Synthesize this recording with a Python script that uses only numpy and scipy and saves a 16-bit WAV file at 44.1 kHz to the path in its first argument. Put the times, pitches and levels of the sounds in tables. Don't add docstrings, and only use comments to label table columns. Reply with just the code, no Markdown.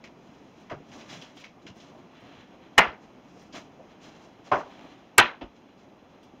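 import sys
import numpy as np
from scipy import signal
from scipy.fft import rfft, irfft
from scipy.io import wavfile
from scipy.ndimage import uniform_filter1d

SR = 44100
rng = np.random.default_rng(int(sys.argv[2]) if len(sys.argv) > 2 else 0)


def digitize_waveform(pressure):
    field = np.atleast_2d(pressure).T
    bounded = np.clip(field, -1, 1)
    quanta = np.round(bounded * 32767).astype(np.int16)
    wavfile.write(sys.argv[1], SR, quanta)


def makeup_ratio(level_db):
    decades = np.asarray(level_db, float) / 20
    return 10 ** decades


N = 282240


def lookup(table, hz):
    f, v = np.transpose(table)
    return np.interp(np.log(np.maximum(hz, 1)), np.log(f), v)


def noise(size):
    return rng.standard_normal(size)


def colour(x, table):
    gain = makeup_ratio(lookup(table, np.fft.rfftfreq(len(x), 1 / SR)))
    y = irfft(rfft(x) * gain, len(x))
    return y / np.sqrt(np.mean(y ** 2))


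def bands(x):
    spec = rfft(x)
    octave = np.log2(np.fft.rfftfreq(len(x), 1 / SR) + 1)
    for hz in 2 ** np.arange(4, 14.6, .5):
        weight = np.clip(1 - 2 * abs(octave - np.log2(hz)), 0, 1)
        yield hz, irfft(spec * weight, len(x))


def walk(rate):
    k = int(SR / rate)
    held = np.repeat(noise(N // k + 1), k)
    return 1.2 * uniform_filter1d(uniform_filter1d(held, k), k)[:N]


def clumps(size, db):
    held = np.repeat(noise(size // 100 + 1), 100)[:size]
    return makeup_ratio(db * uniform_filter1d(held, size=80))


def fade(t, t60, rise):
    return (1 - np.exp(-(t / max(rise, 1e-4)) ** 2)) * makeup_ratio(-60 * t / t60)


def release(t, hold, t60):
    return makeup_ratio(-60 * np.maximum(t - hold, 0) / t60)


def add(out, s, x):
    i = int(s * SR)
    out[i:i + len(x)] += x[:N - i]


def dull(x):
    port_hz = 7700
    return signal.sosfilt(signal.cheby2(6, 40, 1.15 * port_hz, fs=SR, output="sos"), x)


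def boards():
    # (time [s], peak [dB], crack [dB], rise [s], rattle [s])
    blows = [
        (2.78, -6.5, -16, 0.0024, 0.018),
        (4.5155, -12, -70, 0.0042, 0.0038),
        (5.182, -6, 2.5, 0.00084, 0.03),
    ]
    # (frequency [Hz], level [dB], t60 [s])
    board_modes = [
        [(500, -34, 0.17), (628, -40, 0.084), (840, 6, 0.092), (1011, 5, 0.083), (1247, -2.5, 0.34),
         (1395, -8.5, .15), (1724, -2, 0.45), (1857, 5.5, 0.12), (2060, 2.5, .2), (2230, 0.5, 0.05),
         (2828, 0, 0.3), (2960, 4.5, 0.078)],
        [(593, 5.5, 0.27), (762, 4, 0.18), (874, -8, .14), (1028, 5, 0.11), (1088, 0.5, 0.31),
         (1214, -10.5, .2), (1794, -23, .2)],
        [(818, -9.5, 0.14), (991, -2, 0.22), (1226, -10.5, 0.051), (1278, -13, 0.08), (1356, -2.5, 0.32),
         (1526, 0.5, 0.23), (1917, -7, 0.12), (2300, -11.5, .13), (2270, -1.5, 0.06), (2658, -1, 0.15),
         (3270, -15, .15), (3260, -8.5, 0.089)],
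    ]
    # (frequency [Hz], level [dB per Hz])
    room_tints = [
        [(35, -58), (60, -23), (150, -13), (280, -12), (420, -10), (800, -3), (1300, -4), (2000, -4),
         (3000, -11), (4000, -22.5), (6500, -37.5), (9000, -47)],
        [(30, -62), (60, -18), (200, -13), (450, -11.5), (600, -5.5), (800, -7.5), (1050, -6), (1500, -13.5),
         (3000, -28), (4500, -39), (6800, -44), (9000, -56)],
        [(35, -58.5), (60, -25.5), (150, -22.5), (280, -11), (600, -7.5), (1100, -2.5), (1700, -2),
         (3000, -5.5), (4000, -13.5), (5000, -28), (6800, -33.5), (9000, -50.5)],
    ]
    tremor_tint = [(200, -12.0), (900, -2.5), (2500, -11), (5000, -23.5)]
    out, t = np.zeros(N), np.arange(SR // 50) / SR
    for (s, db, crack_db, rise, rattle_s), modes, tint in zip(blows, board_modes, room_tints):
        add(out, s - .0015, makeup_ratio(db - 4.0) * blow(modes, tint, crack_db, rise, rattle_s))
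        tremor = colour(noise(len(t)), tremor_tint) * fade(t, .05, .002)
        add(out, s - .006, makeup_ratio(db - 19 + .3 * crack_db) * dull(tremor))
    return out


def blow(modes, tint, crack_db, rise, rattle_s):
    # (frequency [Hz], t60 [s])
    garage = [(60, 0.11), (250, 0.31), (600, 0.29), (1200, 0.26), (2500, 0.23), (3600, 0.24)]
    crack_tint = [(2500, -22.5), (5000, -14.5), (7000, -9), (8400, 0.5), (9800, -16.5),
                  (14000, -17.0), (16000, -30)]
    longest_s, cycles = .21, 380
    t = np.arange(SR // 2) / SR

    ring = np.zeros(len(t))
    for (hz, db, t60), phase in zip(modes, rng.uniform(0, 2 * np.pi, 12)):
        tone = np.sin(2 * np.pi * hz * t + phase)
        ring += makeup_ratio(db) * tone * fade(t, min(t60, longest_s, cycles / hz), rise)

    room = np.zeros(len(t))
    for hz, band in bands(colour(noise(len(t)), tint)):
        room += band * clumps(len(t), 4.0) * fade(t, lookup(garage, hz), rise + .8 / hz)

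    rattle = makeup_ratio(6 * np.exp(-(t / rattle_s) ** 6))
    body = (makeup_ratio(-7.5) * ring + makeup_ratio(-1.5) * room) * rattle
    crack = colour(noise(len(t)), crack_tint) * fade(t, .016, .0009) * np.exp(-(t / .012) ** 2)
    return dull(body) + makeup_ratio(crack_db + 9) * crack


def taps():
    # (time [s], peak [dB], centre [Hz], width [octaves])
    ticks = [(0.0408, -38, 2200, 1), (0.6988, -39.5, 2186, 0.91), (0.9168, -46.5, 2480, 1),
             (1.0081, -41.5, 2540, 0.67), (1.0974, -39, 3320, .9), (1.2146, -36.5, 3220, 1),
             (1.3713, -42, 3170, .6), (1.4032, -44, 2610, 0.93), (1.4401, -35, 2224, 0.78),
             (1.6661, -37, 2830, 1), (1.666, -43, 1575, 1), (1.8018, -46, 3410, 1),
             (3.4161, -50.5, 1930, .9), (3.526, -39, 3290, 1), (4.0382, -47, 2900, 0.98),
             (5.4116, -39, 2910, 0.35), (5.5593, -56.5, 2700, 0.94), (6.2294, -51.5, 3330, 1)]
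    # (time [s], peak [dB], centre [Hz], width [octaves])
    knocks = [(0.04, -49, 600, .8), (0.698, -34.5, 1016, 0.77), (0.713, -26.5, 643, 1),
              (0.718, -27, 392, 1), (0.799, -34, 247, .6), (0.95, -42, 230, 0.79), (1.651, -35, 249, 0.66),
              (3.549, -34.5, 630, 0.53), (3.56, -36, 278, 0.34), (3.792, -35.5, 547, .45),
              (4.468, -42.5, 608, 0.73), (5.412, -27.5, 283, 0.73), (5.413, -29.5, 756, 0.8),
              (6.334, -41, 263, 0.37)]
    # (time [s], peak [dB], centre [Hz], width [octaves])
    thuds = [(0.714, -34, 103.7, 0.86), (.76, -41, 150, 0.82), (.88, -39, 140, 0.64),
             (1.11, -41, 150, 0.76), (1.165, -40, 170, .7), (1.699, -40.5, 148, 0.66),
             (2.219, -47.5, 117, 0.85), (2.38, -46, 140, .7), (2.869, -38, 60, .7), (3.559, -51, 88.8, .7),
             (5.429, -37.5, 57, .6)]
    # (time [s], peak [dB], centre [Hz], width [octaves])
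    thumps = [
        (5.183, -16, 102, .8),
    ]
    kinds = ((ticks, 0.16, 0.01), (knocks, 0.15, 0.011), (thuds, 0.14, 0.026), (thumps, .09, .006))
    out, t = np.zeros(N), np.arange(SR // 3) / SR
    for rows, t60, hold in kinds:
        for s, db, hz, width in rows:
            spread = 2 ** max(width, .4)
            tint = [(hz / spread ** 2, -24), (hz / 1.3, -7), (hz, 0), (hz * 1.3, -6),
                    (hz * spread, -10), (hz * spread ** 2, -19), (hz * spread ** 4, -50)]
            rustle = colour(clumps(len(t), 2.2) * noise(len(t)), tint)
            note = makeup_ratio(-8.5) * np.sin(2 * np.pi * hz * t) * clumps(len(t), 2.2)
            shape = fade(t, 9, .0012 + .4 / hz) * release(t, hold, t60)
            add(out, s - .002, makeup_ratio(db - 9.5) * (rustle + note) * shape)
    return dull(out)


def scuffs():
    # (start [s], held [s], coarse grit [dB], fine grit [dB above coarse])
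    shoe_scuffs = [(0.56, .04, -65, -7), (0.91, 0.066, -57.5, -2.5), (1.073, 0.062, -48, -7),
                   (1.2, .025, -53, -11), (1.34, 0.053, -57.5, -5), (1.6, 0.012, -72, 1),
                   (1.735, 0.036, -62.5, -4), (1.79, 0.043, -62, -4.5), (2.6, 0.048, -63, -19),
                   (3.0, 0.021, -65.5, -4.5), (3.38, 0.038, -70.5, 4), (3.525, 0.033, -45, -7),
                   (3.88, 0.025, -60.5, -12.5), (4.0, 0.04, -56.5, -4), (4.2, 0.032, -66, -1),
                   (4.435, .035, -57, -5.5), (4.55, .04, -58, -4), (5.54, 0.016, -66, -8),
                   (5.76, .04, -69.5, -4), (6.08, .015, -80, -1), (6.21, 0.024, -73, -4)]
    # (start [s], held [s], coarse grit [dB], fine grit [dB above
    # coarse], dull rub [dB above coarse])
    drags = [
        (0.1, 0.4, -72, -4.5, 4.5),
        (0.8, 0.31, -57, -7, 4),
        (1.72, 0.17, -66.5, -9, 10.5),
        (2.05, 0.23, -57.5, -16.5, 4),
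        (3.2, .1, -74.5, 4.5, 2),
        (3.95, 0.16, -61, -9.5, 6.5),
        (4.55, 0.22, -57, -13.5, 6),
    ]
    stir_db = [-69, -87, -59.5]
    # (frequency [Hz], level [dB per Hz])
    coarse_tint = [(600, -26), (1200, -1), (2300, -1.5), (3400, -2), (4200, -8), (5200, -29.5), (9000, -73)]
    # (frequency [Hz], level [dB per Hz])
    fine_tint = [(2500, -32.5), (4000, -3), (6000, 1.5), (7000, -3), (8000, -19), (9000, -18),
                 (11500, -33.5), (14900, -23), (17000, -27.5)]
    # (frequency [Hz], level [dB per Hz])
    sole_tint = [(25, -22), (50, -9.5), (110, -2), (280, 10.5), (450, -1), (650, 5.5), (1200, -3),
                 (2000, -42.5)]
    sole_db = -0.6
    power = makeup_ratio(np.array(stir_db))[:, None] ** 2
    power = power + slides([(*row, sole_db) for row in shoe_scuffs], rise=0.018, t60=.22)
    power = power + slides(drags, rise=0.099, t60=1)
    coarse, fine, sole = np.sqrt(power)
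    grains = noise(N) * makeup_ratio(2.1 * rng.exponential(size=N) + 1.5 * walk(60))
    rub = noise(N) * makeup_ratio(2.5 * walk(58))
    return coarse * colour(grains, coarse_tint) + fine * colour(grains, fine_tint) + sole * colour(rub, sole_tint)


def slides(rows, rise, t60):
    t, powers = np.arange(N) / SR, np.zeros((3, N))
    for s, held, db, fine_db, sole_db in rows:
        since = np.maximum(t - s, 0)
        shape = (1 - np.exp(-(since / rise) ** 2)) * release(since, rise + held, t60)
        levels = makeup_ratio(db + np.array([[0], [fine_db], [sole_db]]))
        powers += (shape * levels) ** 2
    return powers


def snaps():
    # (time [s], peak [dB])
    grain_snaps = [(.041, -78), (.6, -81), (.7, -79), (1.215, -73), (1.36, -73), (1.395, -74), (1.44, -77),
                   (1.666, -79), (1.755, -78), (2.2, -79), (3.416, -77), (4.52, -75), (4.55, -78),
                   (6.229, -76)]
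    # (frequency [Hz], level [dB per Hz])
    snap_tint = [(6000, -33), (8600, 1), (10500, -14), (12000, -12), (14500, -5), (16500, -7)]
    out, t = np.zeros(N), np.arange(SR // 8) / SR
    shape = fade(t, 9, .002) * release(t, .012, .1)
    for s, db in grain_snaps:
        add(out, s, makeup_ratio(db) * colour(noise(len(t)), snap_tint) * shape)
    return out


def hum():
    # (frequency [Hz], level [dB per Hz])
    air_tint = [(12, -41.5), (30, -13), (60, -11.5), (250, 1.5), (500, -7), (780, -8.5), (1760, -21),
                (2600, -20.5), (4000, -31), (6600, -31.5), (7700, -51), (8800, -46.5), (11000, -63),
                (13000, -51), (16000, -52)]
    swell, air = walk(1.0), np.zeros(N)
    for hz, band in bands(colour(noise(N), air_tint)):
        air += band * makeup_ratio(1.1 * swell + 0.4 * walk(14))
    whine_hz = 12900 + 25 * walk(80)
    whine = np.sin(2 * np.pi * np.cumsum(whine_hz) / SR)
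    return makeup_ratio(-54) * air + makeup_ratio(-93) * whine


def scene():
    return (boards() + taps() + scuffs() + snaps() + hum())[None]


def band_limit(x):
    return signal.sosfilt(signal.butter(12, 16560, fs=SR, output="sos"), x)


def record(dry):
    # (frequency [Hz], width [Hz], gain [dB])
    dips = [(3700, 130, -7), (4430, 130, -11), (8150, 250, -9), (11800, 200, -8)]
    top_hz, clip = 15700, .49
    hz = np.fft.rfftfreq(N, 1 / SR)
    housing_db = sum(db * np.exp(-((hz - f) / w) ** 2) for f, w, db in dips)
    x = irfft(rfft(dry) * makeup_ratio(housing_db), N)
    x = signal.sosfilt(signal.ellip(8, .3, 45, top_hz, fs=SR, output="sos"), x)
    x = np.clip(x, -clip, clip)
    x = signal.sosfilt(signal.butter(8, 1.02 * top_hz, fs=SR, output="sos"), x)
    return band_limit(x)


dry = scene()
out = record(dry)
digitize_waveform(out)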